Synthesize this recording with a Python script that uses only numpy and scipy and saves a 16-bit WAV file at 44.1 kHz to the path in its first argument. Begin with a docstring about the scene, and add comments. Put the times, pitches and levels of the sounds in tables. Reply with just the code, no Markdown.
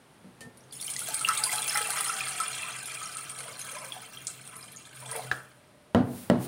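"""Water poured from a plastic jug into an empty steel pot on a gas stove spatters on the bare bottom,
then bubbles more softly as the pot fills, and ends in a last gurgle. Ringing air bubbles make the water
sound, bursting drops add snaps and pings, and the air, pot and stove resonate. Faint bumps and a ting come
before; afterwards the jug's decaying modes clack, and two dull knocks ring the counter of a small kitchen."""
import sys
import numpy as np
from scipy import signal
from scipy.fft import rfft, irfft, next_fast_len
from scipy.io import wavfile
from scipy.ndimage import uniform_filter1d

SR = 44100
rng = np.random.default_rng(int(sys.argv[2]) if len(sys.argv) > 2 else 0)


def int16_out(signal):
    """Quantize to a 16-bit WAV file."""
    q = np.round(np.clip(np.atleast_2d(signal).T, -1, 1) * 32767)
    wavfile.write(sys.argv[1], SR, q.astype(np.int16))


N = 285327
TIME = np.arange(N) / SR
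SECOND = TIME[:SR]
CUTOFF_HZ = 15800   # nothing is heard above this pitch


def from_db(db):
    """Decibels to amplitude: 20 dB is a factor of ten."""
    return 10 ** (np.asarray(db) / 20)


def rms_one(x):
    """Normalise to unit root-mean-square amplitude."""
    return x / np.sqrt(np.mean(x ** 2) + 1e-20)


def even(x, over_s=0.34):
    """Level by running power: hold rms 1 over the longer run, keeping the fast grain."""
    power = np.abs(uniform_filter1d(x ** 2, int(over_s * SR)))
    return x / np.sqrt(power + 1e-9)


def in_time(rows):
    """Linear interpolation: each column of a curve, sample by sample."""
    s, *columns = np.transpose(rows)
    return [np.interp(TIME, s, column) for column in columns]


def at_hz(points, hz):
    """Interpolation along a logarithmic frequency axis."""
    table_hz, values = np.transpose(points)
    return np.interp(np.log(hz), np.log(table_hz), values)


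def drift(rate):
    """Band-limited chance: random points, rate per second, joined by lines; rms 1."""
    return rms_one(np.interp(TIME * rate, np.arange(4096), rng.standard_normal(4096)))


def hump(s, half_length_s):
    """A Gaussian rise and fall around a moment, 1 on top."""
    return np.exp(-((TIME - s) / half_length_s) ** 2)


def add(track, s, sound):
    """Superposition: mix a sound in at a moment."""
    at = int(s * SR)
    track[at:at + len(sound)] += sound[:N - at]


def filtered(x, order, hz, kind="low"):
    """Butterworth filtering: a flat passband between smooth slopes."""
    return signal.sosfilt(signal.butter(order, hz, kind, fs=SR, output="sos"), x + 1e-18)


def resonate(x, hz, width_hz):
    """A two-pole resonance: pole radius sets the width; gain is 1 on top."""
    r = np.exp(-np.pi * width_hz / SR)
    zeros = np.array([1, 0, -1]) * (1 - r * r) / 2
    poles = [1, -2 * r * np.cos(2 * np.pi * hz / SR), r * r]
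    return signal.lfilter(zeros, poles, x + 1e-18)


def noise(colour):
    """Spectral shaping: steady noise weighted by a spectrum; rms 1."""
    size = next_fast_len(N)
    hz = np.maximum(np.fft.rfftfreq(size, 1 / SR), 1)
    spectrum = rfft(rng.standard_normal(size)) * from_db(at_hz(colour, hz))
    return rms_one(irfft(spectrum, size)[:N])


def fade(t60):
    """One second of exponential decay, 60 dB down after t60 seconds."""
    return np.exp(-np.log(1000) * SECOND / t60)


def dying_noise(t60s, colour=((1, 0), (SR, 0))):
    """Frequency-dependent damping: noise starts at rms 1 and dies band by band for a second."""
    edges, white = np.geomspace(50, 17000, 18), rng.standard_normal((2, SR))
    centres = np.sqrt(edges[1:] * edges[:-1])
    # neighbouring bands draw on different noise
    bands = np.array([filtered(white[k % 2], 2, edges[k:k + 2], "band") for k in range(len(centres))])
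    bands = bands * from_db(at_hz(colour, centres))[:, None]
    dying = bands * fade(at_hz(t60s, centres)[:, None])
    return dying.sum(0) / bands.sum(0).std()


def struck(modes):
    """Modal decay: a second of ringing modes, neighbours swinging in opposite directions."""
    out = np.zeros(SR)
    for k, (hz, db, t60) in enumerate(modes):
        out += (-1) ** k * from_db(db) * fade(t60) * np.sin(2 * np.pi * hz * SECOND)
    return out


def crack(t60):
    """Impulsive contact: noise that dies away exponentially."""
    return rng.standard_normal(SR) * fade(t60)


def bubble(hz, t60, rise):
    """Bubble resonance: it swells within a cycle and rings, its pitch rising as it nears the surface."""
    t = TIME[:int(t60 * SR) + 2]
    envelope = (1 - np.exp(-hz * t)) * np.exp(-np.log(1000) * t / t60)
    return envelope * np.sin(2 * np.pi * hz * t * (1 + rise * t / t60 / 2))


# spectrum of still kitchen air: pitch_hz, level_db (per Hz, relative)
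AIR_COLOUR = [(30, 10), (60, -5.5), (130, 4.5), (250, 0), (600, -4), (1000, -6), (2200, -12), (4000, -17),
              (7000, -25), (10000, -24), (15000, -32)]
# level of the air: time_s, level_db
AIR_LEVEL = [(0, -56), (0.6, -55.5), (1.0, -52.5), (5.5, -58.5), (5.94, -57.5), (6.47, -47.5)]


def still_air():
    """Broadband background: shaped noise with a slowly changing level."""
    level_db, = in_time(AIR_LEVEL)
    return from_db(level_db) * noise(AIR_COLOUR)


# bumps on the counter: start_s, level_db, thump pitch_hz, thump level_db, crack level_db
KNOCKS = [(0.244, -49.5, 189, 4.5, -4), (0.413, -52.5, 141, 6, -1), (0.45, -48, 137, 5, -26),
          (5.9477, -15.5, 103.5, -3, -3.5), (6.2996, -18, 187, -14, 0.5)]
# ring of the counter: pitch_hz, level_db, t60_s
COUNTER_MODES = [(131.8, -16.5, 0.93), (160, -4, 0.18), (190, -8.5, 0.62), (246, 3, 0.31), (287, -23, 0.18),
                 (306.7, -5.5, 0.28), (344, -14, 0.55), (408, -11, 0.17), (474, -1, 0.15), (555, -9, 0.13),
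                 (683, 0, 0.081), (880, -21, 0.072), (1008, -3, 0.072), (1330, -3, 0.069),
                 (1670, -18, 0.16)]
# the hard base that lands on it, quickly damped: pitch_hz, level_db, t60_s
BASE_MODES = [(228, 7.5, 0.041), (616, 7.5, 0.015), (1420, 5, 0.0037), (1916, -11.5, 0.042),
              (2990, -8.5, 0.013)]
# spectrum of the counter's dense clatter: pitch_hz, level_db (per Hz, relative)
CLATTER = [(40, -36), (70, -16), (120, 11), (250, 2.5), (600, 3.5), (1000, -5.5), (1500, -11), (2300, -24),
           (3200, -17.5), (5000, -36), (15000, -67)]
# decay of the clatter: pitch_hz, t60_s
CLATTER_T60 = [(100, 0.48), (600, 0.46), (2000, 0.36), (10000, 0.16)]
# soft thuds as the base rocks after a knock: start_s, level_db, pitch_hz
ROCKS = [(5.9843, -32, 164), (6.003, -13.5, 274), (6.3095, -13.5, 587), (6.3145, -17, 168),
         (6.3379, -24, 427), (6.352, -18, 260)]
ROCK_T60_S = 0.061


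def knocks(ring_db=-4.0, clatter_db=-6.5, contact_hz=1800, thump_t60=0.21, jolt_db=2.5,
           press_s=0.0056, rock_press_s=0.0018):
    """Impact excitation: each blow cracks, thumps and rings the counter's modes; the base rocks to rest."""
    out = np.zeros(N)
    press = 1 - np.exp(-SECOND / press_s)   # the force builds up as the base seats itself
    for s, db, thump_hz, thump_db, crack_db in KNOCKS:
        snap = filtered(crack(0.014), 1, contact_hz)
        contact = snap + from_db(jolt_db) * struck(BASE_MODES)
        body = from_db(ring_db) * struck(COUNTER_MODES) + struck([(thump_hz, thump_db, thump_t60)])
        clatter = from_db(clatter_db) * dying_noise(CLATTER_T60, CLATTER)
        add(out, s, from_db(db) * (press * (body + clatter) + from_db(crack_db) * contact))
    for s, db, hz in ROCKS:
        add(out, s, struck([(hz, db, ROCK_T60_S)]) * (1 - np.exp(-SECOND / rock_press_s)))
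    return out


# strength of the stream where it lands: time_s, level_db
FLOW = [(0.7, -53), (0.78, -49.5), (0.9, -38.5), (0.96, -45.5), (1.05, -39.5), (1.2, -41), (1.35, -37),
        (1.6, -35), (2.19, -37.5), (2.5, -40), (2.64, -41.5), (3.37, -46.5), (3.81, -44.5), (4.0, -49.5),
        (4.95, -54.5), (5.2, -53), (5.44, -52.5), (5.55, -56.5)]
# resonances of pot and stove that hum from before the pour to its end: pitch_hz, width_hz (half that of each
# stage), level_db
STOVE = [(130.54, 3.4, 7.5), (161, 54, -12.5), (234, 41, -19.5), (360, 200, -26.5), (440.3, 15, -13)]
# ring of the steel bottom, sinking under the water's load: time_s, pitch_hz, level_db
BOTTOM = [(0.75, 885, -78), (1.098, 871, -57), (1.449, 856, -81), (1.85, 831, -52), (2.2, 783, -50),
          (2.449, 735, -60), (2.999, 698, -68), (3.5, 676, -69.5), (5.501, 598, -66.5)]
# the tail of the stream drops in as one slug: when, how long either side, how much harder
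SLUG_S, SLUG_HALF_S, SLUG_DB = 5.15, 0.15, 9
DRONE_LAG_S, DRONE_STRETCH = 0.06, 1.23   # the heavy stove answers the slug later and for longer


def humming(drone_db=-59.0, flow_share=0.11, slug_share=1.57, ring_width_hz=30):
    """Forced resonance: pot and stove drone, louder under strong flow and the slug; the bottom rings along."""
    flow_db, = in_time(FLOW)
    slug_db = SLUG_DB * hump(SLUG_S + DRONE_LAG_S, DRONE_STRETCH * SLUG_HALF_S)
    drum_db = drone_db + flow_share * (flow_db - flow_db.mean()) + slug_share * slug_db
    push, body = rng.standard_normal(N), np.zeros(N)
    for hz, width, db in STOVE:
        body += from_db(db) * resonate(resonate(push, hz, 2 * width), hz, 2 * width)
    touched = np.interp(TIME, [.3, .45, 5.45, 5.7], [0, 1, 1, 0])
    hz, ring_db = in_time(BOTTOM)
    phase = 2 * np.pi * np.cumsum(hz) / SR
    # chance on both quadratures widens the tone into a narrow band
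    bottom = rms_one(drift(2 * ring_width_hz) * np.sin(phase) + drift(2 * ring_width_hz) * np.cos(phase))
    return from_db(drum_db) * even(body) * touched + from_db(ring_db) * bottom


# modes of the light ting before the pour: pitch_hz, level_db, t60_s
TOUCH_MODES = [(454, -8, 0.4), (1807, 5, 0.25), (3040, 8, 0.048), (4360, -3, 0.077)]
TOUCH_S, TOUCH_DB = 0.407, -43
# the jug's clack and rebound: start_s, level_db
CLACKS = [(5.314, -17), (5.3208, -25)]
# ring of the jug: pitch_hz, level_db, t60_s
JUG_MODES = [(440, -21.5, 0.075), (745, -23, 0.11), (1290, -11, 0.056), (1520, 0.5, 0.023), (1703, 4, 0.03),
             (2700, -10.5, 0.012), (3830, -9, 0.0078)]
# spectrum of the hollow rattle of the jug's wall: pitch_hz, level_db (per Hz, relative)
JUG_RATTLE = [(150, -14), (500, -8), (1000, -11.5), (1350, -2), (1700, 2), (2050, -19), (4000, -27),
              (7000, -25.5), (15000, -36)]


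def handling(clack_crack_db=-8.5, touch_swell_s=0.019, rattle_db=-35.0, rattle_t60=0.43):
    """Modal ringing: a light ting before the pour, a hollow plastic clack after it."""
    out = np.zeros(N)
    tick = filtered(crack(0.17), 2, 9000)
    ting = struck(TOUCH_MODES) * (1 - np.exp(-SECOND / touch_swell_s))
    add(out, TOUCH_S, from_db(TOUCH_DB) * (ting + tick))
    for s, db in CLACKS:
        snap = filtered(crack(0.056), 3, 4200)
        add(out, s, from_db(db) * (struck(JUG_MODES) + from_db(clack_crack_db) * snap))
    add(out, CLACKS[0][0], from_db(rattle_db) * noise(JUG_RATTLE)[:SR] * fade(rattle_t60))
    return out


# air resonances inside the pot: pitch_hz, width_hz, level_db
POT_AIR = [(449, 19, 14), (642, 26, 4), (732, 30, 5), (1043, 46, 2), (1185, 28, 4), (1290, 44, 7),
           (1580, 17, -34), (2030, 66, 5), (2406, 73, 8.5), (2670, 41, 10), (3257, 220, 6),
           (4146, 180, 3.5), (5100, 250, -3.5), (6600, 98, -3)]


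def in_pot(x, wall_db=-2.0, wall_t60=0.022):
    """Cavity acoustics: sound bounces between steel walls and stirs the pot's air resonances."""
    bounces = crack(wall_t60) * (SECOND > .0012)   # the first bounce takes over a millisecond
    walls = signal.fftconvolve(x, bounces / np.linalg.norm(bounces))[:N]
    air = sum(from_db(db) * resonate(x, hz, width) for hz, width, db in POT_AIR)
    return x + from_db(wall_db) * walls + air


# when the stream sets in and ends; its onset ramp and its decay time constant
POUR_START_S, POUR_END_S, START_S, SETTLE_S = 0.732, 5.29, 0.016, 0.24
COVER_S = 0.283   # time constant for a layer of water to spread over the bare bottom


def bareness(s):
    """Exponential relaxation: 1 until the stream sets in, towards 0 as water covers the bottom."""
    return np.exp(-np.maximum(s - POUR_START_S, 0) / COVER_S)


# the hardest drops that smack on the steel: start_s, level_db, ping pitch_hz, splatter level_db
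SMACKS = [(0.573, -38.5, 9800, -5.5), (0.7237, -32.5, 9500, 3), (0.8115, -26, 9600, 2),
          (0.9008, -19.5, 8970, -1.5), (0.938, -18, 7460, -16), (0.9649, -12, 6600, -20),
          (0.9922, -14.5, 10150, -10), (1.0059, -21.5, 9500, -8), (1.087, -18.5, 12800, -13),
          (1.1942, -18, 9250, -10), (1.1436, -15, 8920, -1.5), (1.2107, -21, 8160, -2),
          (1.2875, -7.5, 8500, -17), (1.3753, -15.5, 8360, -1.5), (1.4387, -13, 9430, 0),
          (1.508, -31, 9000, -10), (1.529, -17.5, 9030, -0.5), (1.5587, -14.5, 10100, -8),
          (1.6205, -13.5, 8400, -10), (1.679, -12.5, 9300, -4.5), (1.724, -19, 8600, -5),
          (1.7735, -9, 9000, -12.5), (1.871, -26, 9500, 0), (1.905, -12.5, 9600, -7.5),
          (1.9275, -16, 7400, -11), (2.0085, -10, 9700, -13.5), (2.046, -17, 9030, -3),
          (2.076, -22.5, 8970, -2), (2.153, -31, 8200, -7), (2.2842, -18.5, 9200, -4),
          (2.402, -14, 8600, -6), (2.8575, -25, 10160, 0.5), (2.9453, -25, 9300, -13),
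          (3.0615, -43, 8700, -13), (3.17, -22.5, 8300, -6), (3.295, -28, 8500, 2), (3.3883, -25, 9050, -4),
          (3.5926, -26.5, 9350, -1), (3.7157, -27.5, 9700, -1), (4.2697, -12.5, 7700, -6.5),
          (4.476, -30, 9300, -8), (4.5655, -33, 10700, 1.5), (4.72, -38.5, 10500, 2.5),
          (4.9577, -36, 9400, -1), (5.0024, -33.5, 8940, 0), (5.0585, -29, 7800, -0.5),
          (5.1135, -21.5, 9300, -3.5), (5.1627, -19, 10000, -11)]
SNAP_T60_S = 0.0028   # a drop's first snap


def smacks(level_db=-5.5, sizzle_db=-11.0, scatter_db=-2.5, scatter_s=0.021, bare_sizzle_s=0.059,
           low_hz=3700, top_over_ping=1.3, count=12):
    """Drop impact: a snap and a tiny ping, a sizzle, then scattered droplets, the later the fainter."""
    out = np.zeros(N)
    for s, db, ping_hz, splatter_db in SMACKS:
        size = from_db(db + level_db)
        splatter = size * from_db(splatter_db)
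        sizzle = from_db(sizzle_db) * crack(0.043 + bare_sizzle_s * bareness(s))
        burst = size * crack(SNAP_T60_S) + splatter * sizzle
        top_hz = min(top_over_ping * ping_hz, CUTOFF_HZ)
        add(out, s, filtered(burst, 3, [low_hz, top_hz], "band"))
        add(out, s, size * bubble(ping_hz, 0.0023, 0.021))
        for late, spread in zip(rng.exponential(1, count), rng.uniform(-0.64, 1, count)):
            droplet = bubble(ping_hz * np.exp(0.1 * spread), 0.006, 0.05)
            add(out, s + late * scatter_s, splatter * from_db(scatter_db) * np.exp(-late / 2) * droplet)
    return in_pot(out, wall_db=-4.0)


# single bubbles that stand out, big and small: start_s, level_db, pitch_hz
PLOPS = [(0.607, -45, 5670), (0.638, -49, 6400), (0.71, -41, 4740), (0.726, -39, 3400), (0.76, -44, 5200),
         (0.8, -32, 3560), (0.827, -30, 4460), (0.869, -33, 5450), (0.88, -26.5, 3040), (0.961, -28, 1954),
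         (1.018, -30.5, 1410), (1.084, -30, 670), (1.212, -28, 1336), (1.372, -20.5, 3670),
         (1.248, -11.5, 2770), (1.287, -16, 1297), (1.296, -18, 1470), (1.437, -12, 4820),
         (1.465, -28, 990), (1.492, -25, 1960), (1.529, -27, 728), (1.552, -25, 778), (1.583, -23, 4000),
         (1.592, -25, 834), (1.695, -17, 5180), (1.754, -19.5, 1380), (1.757, -17, 1960), (1.805, -36, 474),
         (1.888, -25.5, 755), (1.936, -29, 936), (1.981, -28, 1212), (2.095, -19.5, 1350),
         (2.207, -17.5, 2470), (2.401, -19.5, 1295), (2.63, -22, 2547), (3.014, -30, 1230),
         (3.03, -24.5, 6680), (3.052, -37, 1280), (3.06, -25.5, 5600), (3.457, -44, 658),
         (3.482, -32, 1480), (3.615, -23.5, 6330), (3.921, -24, 3310), (3.765, -31, 970),
         (3.83, -34.5, 910), (3.93, -36, 807), (3.965, -29, 786), (4.172, -30.5, 3160), (4.628, -32, 5000),
         (4.762, -31, 6860), (4.77, -28.5, 6520), (4.853, -39, 3600), (5.06, -35.5, 3400),
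         (5.025, -35, 930), (5.061, -33, 855), (5.118, -33, 950), (5.131, -33.5, 1900), (5.152, -35.5, 445),
         (5.153, -23, 860), (5.157, -30, 2175), (5.172, -30.5, 705), (5.193, -21, 794), (5.22, -36, 3820)]
PLOP_T60_S, PLOP_T60_SLOPE = 0.045, 0.61   # ring of a 1 kHz bubble; power of size that lengthens it


def plops(level_db=-5.5, rise=0.19):
    """Size scaling: of the bubbles that stand out, big ones ring longest and glide up the most."""
    out = np.zeros(N)
    for s, db, hz in PLOPS:
        size = 1000 / hz   # pitch is inverse to size
        ring = bubble(hz, PLOP_T60_S * size ** PLOP_T60_SLOPE, rise * size ** 0.76)
        add(out, s, from_db(db + level_db) * ring)
    return in_pot(out)


LUMPS_PER_S, LUMP_S, STEADY_SHARE = 140, 0.0045, 0.3   # lump decay time; steady churn, share of a lump


def surges():
    """Shot noise: the stream lands in uneven lumps, each a rush of bubbles that dies away."""
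    lumps = (rng.random(N) < LUMPS_PER_S / SR) * rng.exponential(1, N)
    return STEADY_SHARE + signal.lfilter([1], [1, -np.exp(-1 / (LUMP_S * SR))], lumps)


# bubble loudness by pitch: pitch_hz, level_db
BUBBLE_SIZES = [(400, -26.5), (700, -11), (1000, -15), (1300, 4), (2000, 2.5), (3000, 6), (4200, 5),
                (6500, 5), (6900, 4), (7800, 8), (9000, 10), (11500, 4), (15500, 13)]
# level of the sharpest spatter as the water deepens: time_s, level_db
CUSHION = [(0.7, 0), (1.8, 0.5), (2.6, -7.5), (3.6, -1), (4.25, 5.5), (4.7, -7), (5.0, 0)]


def swarm(low_hz, high_hz, cycles, spread_db, clumps, count, rise=0.12, rush_db=-6.0):
    """Statistical superposition: bubbles of one size class, born in clumps over a faint rush, in the pot."""
    out, chance = np.zeros(N), rng.random((count, 5))
    born = np.interp(chance[:, 0], np.cumsum(clumps) / clumps.sum(), TIME)
    pitches = low_hz * (high_hz / low_hz) ** chance[:, 1]
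    sharpness = np.interp(pitches, [10000, 12500], [0, 1])
    cushion_db = np.interp(born, *np.transpose(CUSHION)) * sharpness
    luck = np.minimum(-np.log(chance[:, 2]), 3)   # few bubbles are much louder than the rest
    sizes = from_db(at_hz(BUBBLE_SIZES, pitches) + cushion_db + spread_db * luck)
    sizes = sizes * rng.choice([-1, 1], count)
    dampings, lifts = .5 + chance[:, 3], 2 * chance[:, 4]
    for s, hz, size, damping, lift in zip(born, pitches, sizes, dampings, lifts):
        add(out, s, size * bubble(hz, cycles / hz / damping, rise * lift))
    hiss = rng.standard_normal(N) * np.sqrt(clumps)
    rush = rms_one(filtered(hiss, 3, [low_hz, min(high_hz, 10500)], "band"))
    return even(in_pot(rms_one(out) + from_db(rush_db) * rush))


def pouring(level_db, follows, bare_db, slug_share):
    """Source strength: gain follows the flow, differs on the bare bottom and swells with the slug."""
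    flow_db, = in_time(FLOW)
    onset = np.clip((TIME - POUR_START_S) / START_S + 1, 0, 1)
    settling = np.exp(-np.maximum(TIME - POUR_END_S, 0) / SETTLE_S)
    flow_part_db = follows * (flow_db - flow_db.max())
    slug_db = slug_share * SLUG_DB * hump(SLUG_S, SLUG_HALF_S)
    return onset * settling * from_db(level_db + flow_part_db + bare_db * bareness(TIME) + slug_db)


SWARM_SPREAD_DB, SPARKLE_SPREAD_DB = 3.9, 3.5   # how unequal the bubbles are


def stream():
    """Air entrainment: big bubbles gurgle, small ones splash, droplets spray, lone tiny bubbles sparkle."""
    shared = surges()
    gurgle = swarm(503.4, 2020, cycles=49, spread_db=SWARM_SPREAD_DB, clumps=shared + surges(),
                   count=4200, rise=0.11, rush_db=-8.0)
    splash = swarm(2009, 6460, cycles=43.5, spread_db=SWARM_SPREAD_DB, clumps=shared + surges(),
                   count=6500, rise=0.091, rush_db=-8.0)
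    spray = swarm(6650, 16200, cycles=35, spread_db=SWARM_SPREAD_DB, clumps=shared + surges(),
                  count=5500, rise=0.1, rush_db=-6.0)
    sparkle = swarm(5120, 11790, cycles=115, spread_db=SPARKLE_SPREAD_DB, clumps=shared,
                    count=700, rise=0.07, rush_db=-21)
    sparkle = sparkle * np.clip((POUR_END_S - TIME) / START_S, 0, 1)   # only while the stream runs
    return (gurgle * pouring(level_db=-41.0, follows=1.0, bare_db=-12.0, slug_share=1.1)
            + splash * pouring(level_db=-38.5, follows=1.0, bare_db=-6.0, slug_share=0.7)
            + spray * pouring(level_db=-41.5, follows=1.107, bare_db=4.0, slug_share=0.98)
            + sparkle * pouring(level_db=-44.5, follows=1.0, bare_db=6.0, slug_share=0.1))


# slaps of water that set the steel bottom singing: start_s, level_db
SLAPS = [(1.108, -42), (1.29, -43.5), (1.394, -39), (1.53, -37), (1.75, -33)]


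def singing(t60=0.54):
    """Mass loading: each slap rings the bottom at the pitch that its load of water allows."""
    out = np.zeros(N)
    times, pitches, _ = np.transpose(BOTTOM)
    for s, db in SLAPS:
        add(out, s, struck([(np.interp(s, times, pitches), db, t60)]))
    return out


# gulps that drag down clouds of like-sized bubbles:
# centre_s, half_length_s, level_db, pitch_hz, pitch spread_octaves
GULPS = [(1.298, 0.018, -26.5, 1534, 0.23), (1.77, 0.016, -29, 1684, 0.246),
         (2.002, 0.19, -37.5, 1673, 0.43), (2.417, 0.012, -36, 1350, 0.35),
         (2.603, 0.26, -43.5, 2730, 0.24), (2.671, 0.06, -41.5, 1510, 0.46),
         (3.032, 0.026, -52, 1504, 0.58), (3.142, 0.18, -49, 1267, 0.03), (3.473, 0.06, -47, 982, 0.52),
         (3.789, 0.08, -45, 1060, 0.51), (3.967, 0.035, -43, 793, 0.065), (4.559, 0.047, -52, 1160, 0.17),
         (5.148, 0.029, -47.5, 2300, 0.4), (5.07, 0.05, -50.5, 760, 0.39), (5.178, 0.046, -42, 729, 0.39)]


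def gulps(level_db=-7.5, size_spread_db=3.5, cycles=44, rise=0.058, count=180):
    """Bubble clouds: each gulp is a burble of bubbles scattered around one moment and one pitch."""
    out = np.zeros(N)
    for s, half_length_s, db, hz, octaves in GULPS:
        size = from_db(db + level_db) * np.sqrt(half_length_s * hz / count)
        for when, high, big in np.clip(rng.standard_normal((count, 3)), -2, 2):
            pitch = hz * 2 ** (octaves * high)
            loudness = size * from_db(size_spread_db * big)
            add(out, s + half_length_s * when / np.sqrt(2), loudness * bubble(pitch, cycles / pitch, rise))
    return in_pot(out)


# a thin hiss after each of the two late knocks: peak_s, level_db, swell_s, fade_s
HISS = [(6.2, -48, 0.11, 0.085), (6.447, -43, 0.042, 0.024)]
# spectrum of the hiss: pitch_hz, level_db (per Hz, relative)
HISS_COLOUR = [(500, -6), (2500, -5.5), (4500, -5), (6000, -6.5), (8000, -5.5), (11500, -3), (15000, -2)]


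def thin_hiss():
    """Amplitude modulation: shaped noise swells and fades along lopsided Gaussian humps."""
    swells = np.zeros(N)
    for s, db, swell_s, fade_s in HISS:
        swells += from_db(db) * hump(s, np.where(TIME < s, swell_s, fade_s))
    return swells * noise(HISS_COLOUR)


# reverberation of the kitchen: pitch_hz, t60_s
KITCHEN_T60 = [(150, 0.69), (1500, 0.31), (5000, 0.28), (14000, 0.41)]


def kitchen(x):
    """Diffuse reverberation: the tiled walls answer with a tail that dies band by band."""
    tail = dying_noise(KITCHEN_T60) * np.clip(SECOND / 0.007, 0, 1)
    return signal.fftconvolve(x, tail / np.linalg.norm(tail))[:N]


def scene(water_room_db=-8.0, knock_room_db=-13.5, jug_room_db=-21):
    """Direct and reverberant sound: water, jug and counter in the room over still air; the jug nearly dry."""
    water, jug, counter = stream() + gulps() + plops() + smacks(), handling(), knocks()
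    sent = from_db(water_room_db) * water + from_db(jug_room_db) * jug + from_db(knock_room_db) * counter
    direct = water + humming() + singing() + jug + counter
    return (direct + kitchen(sent) + still_air() + thin_hiss())[None]


def record(dry, port_hz=9300, port_width_hz=1100, port_db=4.5, low_cut_hz=70):
    """Transducer response: the microphone port rings in the treble; deep bass and the very top are cut."""
    x = dry + from_db(port_db) * resonate(dry, port_hz, port_width_hz)
    x = filtered(x, 3, low_cut_hz, "high")
    return signal.sosfilt(signal.ellip(10, .2, 70, CUTOFF_HZ, fs=SR, output="sos"), x)


dry = scene()
out = record(dry)
int16_out(out)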